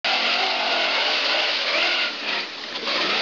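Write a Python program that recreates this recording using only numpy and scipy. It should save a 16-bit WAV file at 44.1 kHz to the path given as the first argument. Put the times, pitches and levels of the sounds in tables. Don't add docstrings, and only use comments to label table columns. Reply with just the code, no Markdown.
import sys
import numpy as np
from scipy import signal
from scipy.fft import rfft, irfft, next_fast_len
from scipy.io import wavfile
from scipy.ndimage import uniform_filter1d, map_coordinates

SR = 44100
rng = np.random.default_rng(int(sys.argv[2]) if len(sys.argv) > 2 else 0)


def transcribe(signal):
    frames = np.atleast_2d(signal).T
    limited = np.clip(frames, -1, 1)
    pcm = np.round(limited * 32767).astype(np.int16)
    wavfile.write(sys.argv[1], SR, pcm)


def amplitude_ratio(level_db):
    exponent = np.asarray(level_db, float) / 20
    return 10 ** exponent


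N = 141561

# freq_hz, density_db_per_hz
BLAST_SPECTRUM = [(53, -53), (90, -36), (646, -4.5), (1730, -6), (2810, -1.5), (4550, -1), (5600, -9),
                  (7280, -35), (12300, -120)]
# freq_hz, level_db
RATTLE_SPECTRUM = [(900, -40), (1400, -3.5), (1800, -9), (2800, -1), (4600, -3.5), (6000, -23)]


def unit(x):
    return x / np.sqrt(np.mean(x ** 2) + 1e-20)


def curves(rows):
    knot_s, *columns = np.transpose(rows)
    t = np.arange(N) / SR
    return [np.interp(t, knot_s, column) for column in columns]


def colour(x, points):
    m = 2 * next_fast_len(N // 2 + SR // 4)
    f_hz, level_db = np.transpose(points)
    log_hz = np.log(np.fft.rfftfreq(m, 1 / SR) + 1)
    log_gain = np.interp(log_hz, np.log(f_hz), level_db) * np.log(10) / 20
    cepstrum = irfft(log_gain, m)
    cepstrum[1:m // 2] *= 2
    cepstrum[m // 2 + 1:] = 0
    return irfft(rfft(x, m) * np.exp(rfft(cepstrum)), m)[:N]


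def wobble(rate_hz):
    coarse = np.arange(0, N + 32, 32)
    knots = rng.standard_normal(int(N * rate_hz / SR) + 4)
    return np.interp(np.arange(N), coarse, map_coordinates(knots, [coarse * rate_hz / SR]))


def patchy(patchy_db):
    z = signal.stft(rng.standard_normal(N), nperseg=512)[2]
    field = uniform_filter1d(rng.standard_normal(z.shape), 4, 0)
    field = uniform_filter1d(field, 8, 1)
    return signal.istft(z * amplitude_ratio(patchy_db * unit(field)), nperseg=512)[1][:N]


def dirt():
    hiss_db, grit_db, stones_per_s = -36.5, -48, 600
    # freq_hz, density_db_per_hz
    soil_spectrum = [(53, -58.5), (90, -37), (292, -2.5), (384, -8.5), (1070, -12), (1290, -10.5),
                     (5600, -14.5), (7280, -33.5), (12300, -120)]
    # time_s, level_db
    clod_levels = [
        (2, -73.5),
        (2.6, -56.5),
        (2.95, -47),
        (3.21, -52.5),
    ]
    clod_spectrum = [(50, -29.0), (95, -1.5), (170, -1.0), (330, -10), (600, -57.5)]

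    hiss = unit(colour(patchy(patchy_db=1.5), soil_spectrum))
    thud = unit(colour(rng.standard_normal(N), clod_spectrum))
    stones = rng.standard_normal(N) * (rng.random(N) < stones_per_s / SR)
    grit = unit(colour(stones, RATTLE_SPECTRUM))

    out = amplitude_ratio(hiss_db + 0.94 * wobble(25.09)) * hiss
    out += amplitude_ratio(grit_db + 3.3 * wobble(18)) * grit
    return out + amplitude_ratio(curves(clod_levels)[0] + 3 * wobble(17)) * thud


def flares():
    # centre_s, level_db, pitch_hz, glide_hz_per_s, length_ms
    whistles = [(.44, -25.5, 762, -1.5, 18), (.91, -27.5, 1368, 1500, 22), (1.09, -26, 778, -1, 17),
                (1.3247, -25, 1490, 0, 18), (1.755, -22.5, 2334, 5000, 18), (1.8197, -26, 2765, 0, 31),
                (2.062, -31.5, 1380, -500, 20), (2.33, -29, 1954, 0, 15), (2.335, -30.5, 2515, 0, 14),
                (2.368, -28.5, 1910, 0, 11), (2.365, -32.5, 710, 0, 12), (2.7604, -32, 1004, -1500, 15),
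                (2.8303, -35.5, 454, 0, 25), (2.895, -28.5, 562, 1002, 15), (2.9007, -30.5, 1065, 504, 22),
                (2.9896, -32, 1037, -300, 31), (3.17, -30.5, 792, 500, 22), (.27, -28.5, 2660, 1, 22),
                (.96, -28.5, 2190, -0.5, 35), (1.03, -28.5, 2900, 500.5, 43), (1.4, -26.5, 2790, 0, 30),
                (1.48, -30, 2850, -1, 34), (1.92, -28, 1440, 298.5, 50), (1.88, -34.5, 710, 300, 45),
                (2.96, -27.5, 575, 0, 15), (.98, -31.5, 520, 1500.5, 33), (2.0, -27, 2800, -1500, 40),
                (.78, -28, 680, -200, 70), (.16, -28.5, 750, 0, 55)]
    t = np.arange(N) / SR
    shake_rad = 0.67 * wobble(90)
    rasp = amplitude_ratio(2.5 * wobble(70))
    out = np.zeros(N)
    for centre_s, level_db, pitch_hz, glide_hz_per_s, length_ms in whistles:
        u = t - centre_s
        swell = np.exp(-(u * 1000 / length_ms) ** 2)
        phase = 2 * np.pi * (pitch_hz + glide_hz_per_s * u / 2) * u
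        out += amplitude_ratio(level_db) * swell * np.sin(phase + shake_rad)
    return rasp * out


def pops():
    # peak_s, peak_db, ring_hz, length_ms
    burns = [(2.195, -26, 4660, 7), (2.405, -23, 4600, 12), (2.23, -26, 2330, 5.3), (2.288, -16.5, 2370, 7),
             (2.583, -29, 1064, 8.1), (2.614, -27.5, 4150, 3), (2.829, -26, 4600, 3), (2.752, -30, 3730, 4),
             (2.639, -21, 1822, 4.6), (2.687, -24, 1795, 5.8), (2.726, -20, 1770, 2.9),
             (2.761, -19.5, 3440, 15), (2.766, -29, 986, 14), (2.875, -19, 1060, 10)]
    t = np.arange(N) / SR
    puff = unit(colour(rng.standard_normal(N), BLAST_SPECTRUM))
    shake_rad = 2 * wobble(220)
    out = np.zeros(N)
    for peak_s, peak_db, ring_hz, length_ms in burns:
        u = (t - peak_s) * 1000 / length_ms
        swell = np.exp(-np.where(u < 0, 1.6, .9) * np.abs(u))
        ring = np.sin(2 * np.pi * ring_hz * t + shake_rad)
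        out += amplitude_ratio(peak_db - 7.5) * swell * (puff + ring)
    return out


def clatter(turn_rad):
    cycles = (turn_rad + .012 * wobble(40)) / (2 * np.pi)
    place = (cycles % 1 * 256).astype(int)
    patterns = rng.standard_normal((3, 256))
    rattle = sum(wobble(7) * pattern[place] for pattern in patterns)
    return unit(colour(rattle, RATTLE_SPECTRUM))


def pipe(x):
    low_width_hz, panel_width_hz = 129, 90
    # time_s, low_mode_hz, low_lift_db,
    # upper_step_hz, upper_depth (1 = full upper lift)
    pipe_modes = [(.05, 705, 12.5, 679, 1.06), (.17, 758, 16.5, 680, 0.93), (.3, 685, 7, 676, 1),
                  (.45, 780, 9, 693, .9), (.62, 697, 11, 685, 1), (.8, 680, 11.5, 705, 1.09),
                  (.92, 624, 8, 698, 1.1), (1.1, 593, 8, 740, 0.8), (1.22, 568, 11.5, 637, .6),
                  (1.4, 592, 13, 710, 1.1), (1.6, 558, 8, 747, 0.5), (1.66, 545, 7.5, 564, 0.8),
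                  (1.72, 540, 11, 557, 1.1), (1.755, 611, 15.5, 588, 1.2), (1.79, 635, 15, 674, 1.22),
                  (1.9, 748, 7.5, 710, 1.41), (2.08, 615, 6, 683, 1.05),
                  (2.14, 610, 3, 650, .25),
        (2.24, 603, 6, 616, 1.1),
        (2.4, 650, 2.9, 618, 1.2),
        (2.64, 650, 3, 632, 0.15),
        (2.82, 450, 7.2, 500, 0.6),
        (2.88, 570, 5.8, 534, 0.34),
        (2.97, 562, 11, 590, 0.82),
        (3.06, 600, 4.8, 594, 1),
        (3.21, 565, 2, 657, 0.7),
    ]
    # step_multiple, width_hz, lift_db
    upper_modes = [(2.07, 136, 8.5), (3.05, 243, 7.5), (3.97, 384, 7)]
    # time_s, mode_hz, lift_db
    panel_modes = [(.5, 867, 1), (.66, 873, 11), (.76, 777, 8), (.82, 740, 1), (.9, 700, 3), (.95, 900, 4),
                   (1, 910, 12.5), (1.05, 900, 0.5), (1.09, 780, 7.5), (1.22, 760, -4), (1.38, 790, 8),
                   (1.55, 784, -5), (2.2, 900, -1), (2.32, 885, 5.5), (2.5, 1010, -3), (2.84, 1050, 8),
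                   (2.91, 1070, 9), (2.96, 1170, 3.5), (3.03, 1270, 5), (3.1, 1340, 3.5), (3.2, 1400, 1.5)]

    hz, t, z = signal.stft(x, SR, nperseg=2048, noverlap=1792)
    at = np.minimum((t * SR).astype(int), N - 1)

    def bell(centre_hz, width_hz):
        return 1 / (1 + (2 * (hz[:, None] - centre_hz) / width_hz) ** 2)

    low_hz, low_db, step_hz, depth = [c[at] for c in curves(pipe_modes)]
    panel_hz, panel_db = [c[at] for c in curves(panel_modes)]
    lift_db = low_db * bell(low_hz, low_width_hz)
    for multiple, width_hz, mode_db in upper_modes:
        lift_db = lift_db + depth * mode_db * bell(multiple * step_hz, width_hz)
    lift_db = lift_db + panel_db * bell(panel_hz, panel_width_hz)
    return signal.istft(z * amplitude_ratio(lift_db), SR, nperseg=2048, noverlap=1792)[1][:N]


def engine():
    cylinders, blur_rad, puff_depth = 8, .03, 0.11
    flicker_db, flutter_db, firing_db, clatter_db = 3.2, 1.6, -8, -8.5
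    # time_s, cycles_per_s
    engine_speed = [(.05, 42.5), (.14, 42.8), (.25, 45.2), (.4, 48.8), (.55, 46.4), (.68, 46.1), (.78, 42.2),
                    (.84, 42.3), (1.04, 54.3), (1.13, 56.1), (1.24, 54.7), (1.34, 56.1), (1.49, 54.6),
                    (1.73, 40), (1.84, 43.1), (1.93, 43.6), (2.05, 41.5), (2.27, 35.2),
                    (2.4, 36.3),
        (2.65, 27.6),
        (2.81, 20.6),
        (2.901, 21.6),
        (3.05, 23),
        (3.21, 31.3),
    ]
    # time_s, loudness_db, tone_over_blast_db, even_firing_beat_db
    throttle = [(.05, -19.5, 0, -7), (.44, -20.5, 2, 5), (.55, -23.5, 4, 1), (.75, -20.5, 2.5, 1),
                (1.1, -20.5, 0.5, 3.5), (1.2, -21.5, -4, -4), (1.27, -21.5, 2, 1), (1.3, -20, 3, 4.5),
                (1.4, -19.5, 0.5, 2.5), (1.47, -22.5, -4, 3.5), (1.5, -20.5, -5, -3),
                (1.57, -24, -10.5, -16.5), (1.61, -23, -3.5, -7), (1.7, -22.5, -4.5, -2),
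                (1.75, -19, -2, 10.5), (2.03, -22, 0, 2), (2.13, -31, 2.5, -8), (2.22, -31, 0.5, -1),
                (2.24, -28.5, 2.5, 1.5), (2.275, -28, 7.5, -7.5), (2.305, -27.5, 8.5, -7),
                (2.33, -23, 4, -5), (2.4, -25, 3.5, -2.5), (2.43, -29.5, 2, -3), (2.47, -35, -1, -1),
                (2.6, -36.5, 0, -5), (2.81, -34.5, 6, -7), (2.88, -22, -4.5, -2.5),
                (2.925, -24, -1.5, -2.5), (2.95, -21.5, -1.5, 1), (3.05, -22, 3, 2.5), (3.2, -21, 2, 1)]
    # cycle_multiple, level_db
    orders = [(4, -19), (5, -8), (6, -8), (7, -14), (8, -5.5), (9, -13.5), (10, -10.5), (11, -6.5),
              (12, -7.5), (13, -9.5), (14, -6.5), (15, -2.5), (16, -8.5), (17, -9), (18, -7.5), (19, -9.5),
              (20, -8.5), (21, -14), (22, -12.5), (23, -7), (24, -14), (25, -14.5), (26, -6), (27, -8),
              (28, -13), (29, -13), (30, -9.5), (31, -13.5), (32, -18), (33, -10)]

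    speed_hz = uniform_filter1d(curves(engine_speed)[0], size=SR // 40)
    turn_rad = 2 * np.pi * np.cumsum(speed_hz) / SR
    loud_db, share_db, beat_db = curves(throttle)

    tone = np.zeros(N)
    for k, order_db in orders:
        level_db = order_db + beat_db * (k == cylinders)
        level_db = level_db + flicker_db * wobble(8) + flutter_db * wobble(27.99)
        phase = k * (turn_rad + blur_rad * wobble(30)) + 2 * np.pi * rng.random()
        tone += amplitude_ratio(level_db) * np.sin(phase)
    tone = unit(colour(tone, [(130, -27.5), (200, -0.7), (900, -2.3), (1800, -3)]))

    beat = 0.76 * np.cos(cylinders * turn_rad) + .5 * np.cos(turn_rad) + 0.22 * np.cos(3 * turn_rad)
    puffs = 1 + puff_depth * beat
    blast = unit(colour(patchy(patchy_db=1.0) * puffs, BLAST_SPECTRUM))

    mix = blast * amplitude_ratio(.7 * wobble(14) + 0.88 * wobble(60))
    mix += amplitude_ratio(firing_db + share_db) * tone
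    mix += amplitude_ratio(clatter_db + share_db) * clatter(turn_rad)
    mix = pipe(mix)
    slow_rms = np.sqrt(np.abs(uniform_filter1d(mix ** 2, size=SR // 6)))
    return mix / slow_rms * amplitude_ratio(loud_db + 0.27 * wobble(6.955))


def scene():
    return np.tile(engine() + pops() + flares() + dirt(), (2, 1))


def low_pass(x):
    return signal.sosfilt(signal.butter(12, 7660, fs=SR, output="sos"), x)


def record(dry):
    ceiling, hum_db, offset, start_s = .25, -88, -.001, 0.04473
    # freq_hz, gain_db
    tape_response = [(65, -28), (130, -3.5), (5000, 0.48), (5600, -6.5), (6600, -2), (7200, -10.5),
                     (7700, -20.5), (8100, -88.5)]
    x = dry[0] / (1 + np.abs(dry[0] / ceiling) ** 4) ** (1 / 4)
    hum = unit(colour(rng.standard_normal(N), [(70, -3.5), (200, -26.5), (400, -85.5)]))
    x = colour(x, tape_response) + amplitude_ratio(hum_db) * hum
    x = (x + offset) * (np.arange(N) > start_s * SR)
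    return low_pass(np.tile(x, (2, 1)))


dry = scene()
out = record(dry)
transcribe(out)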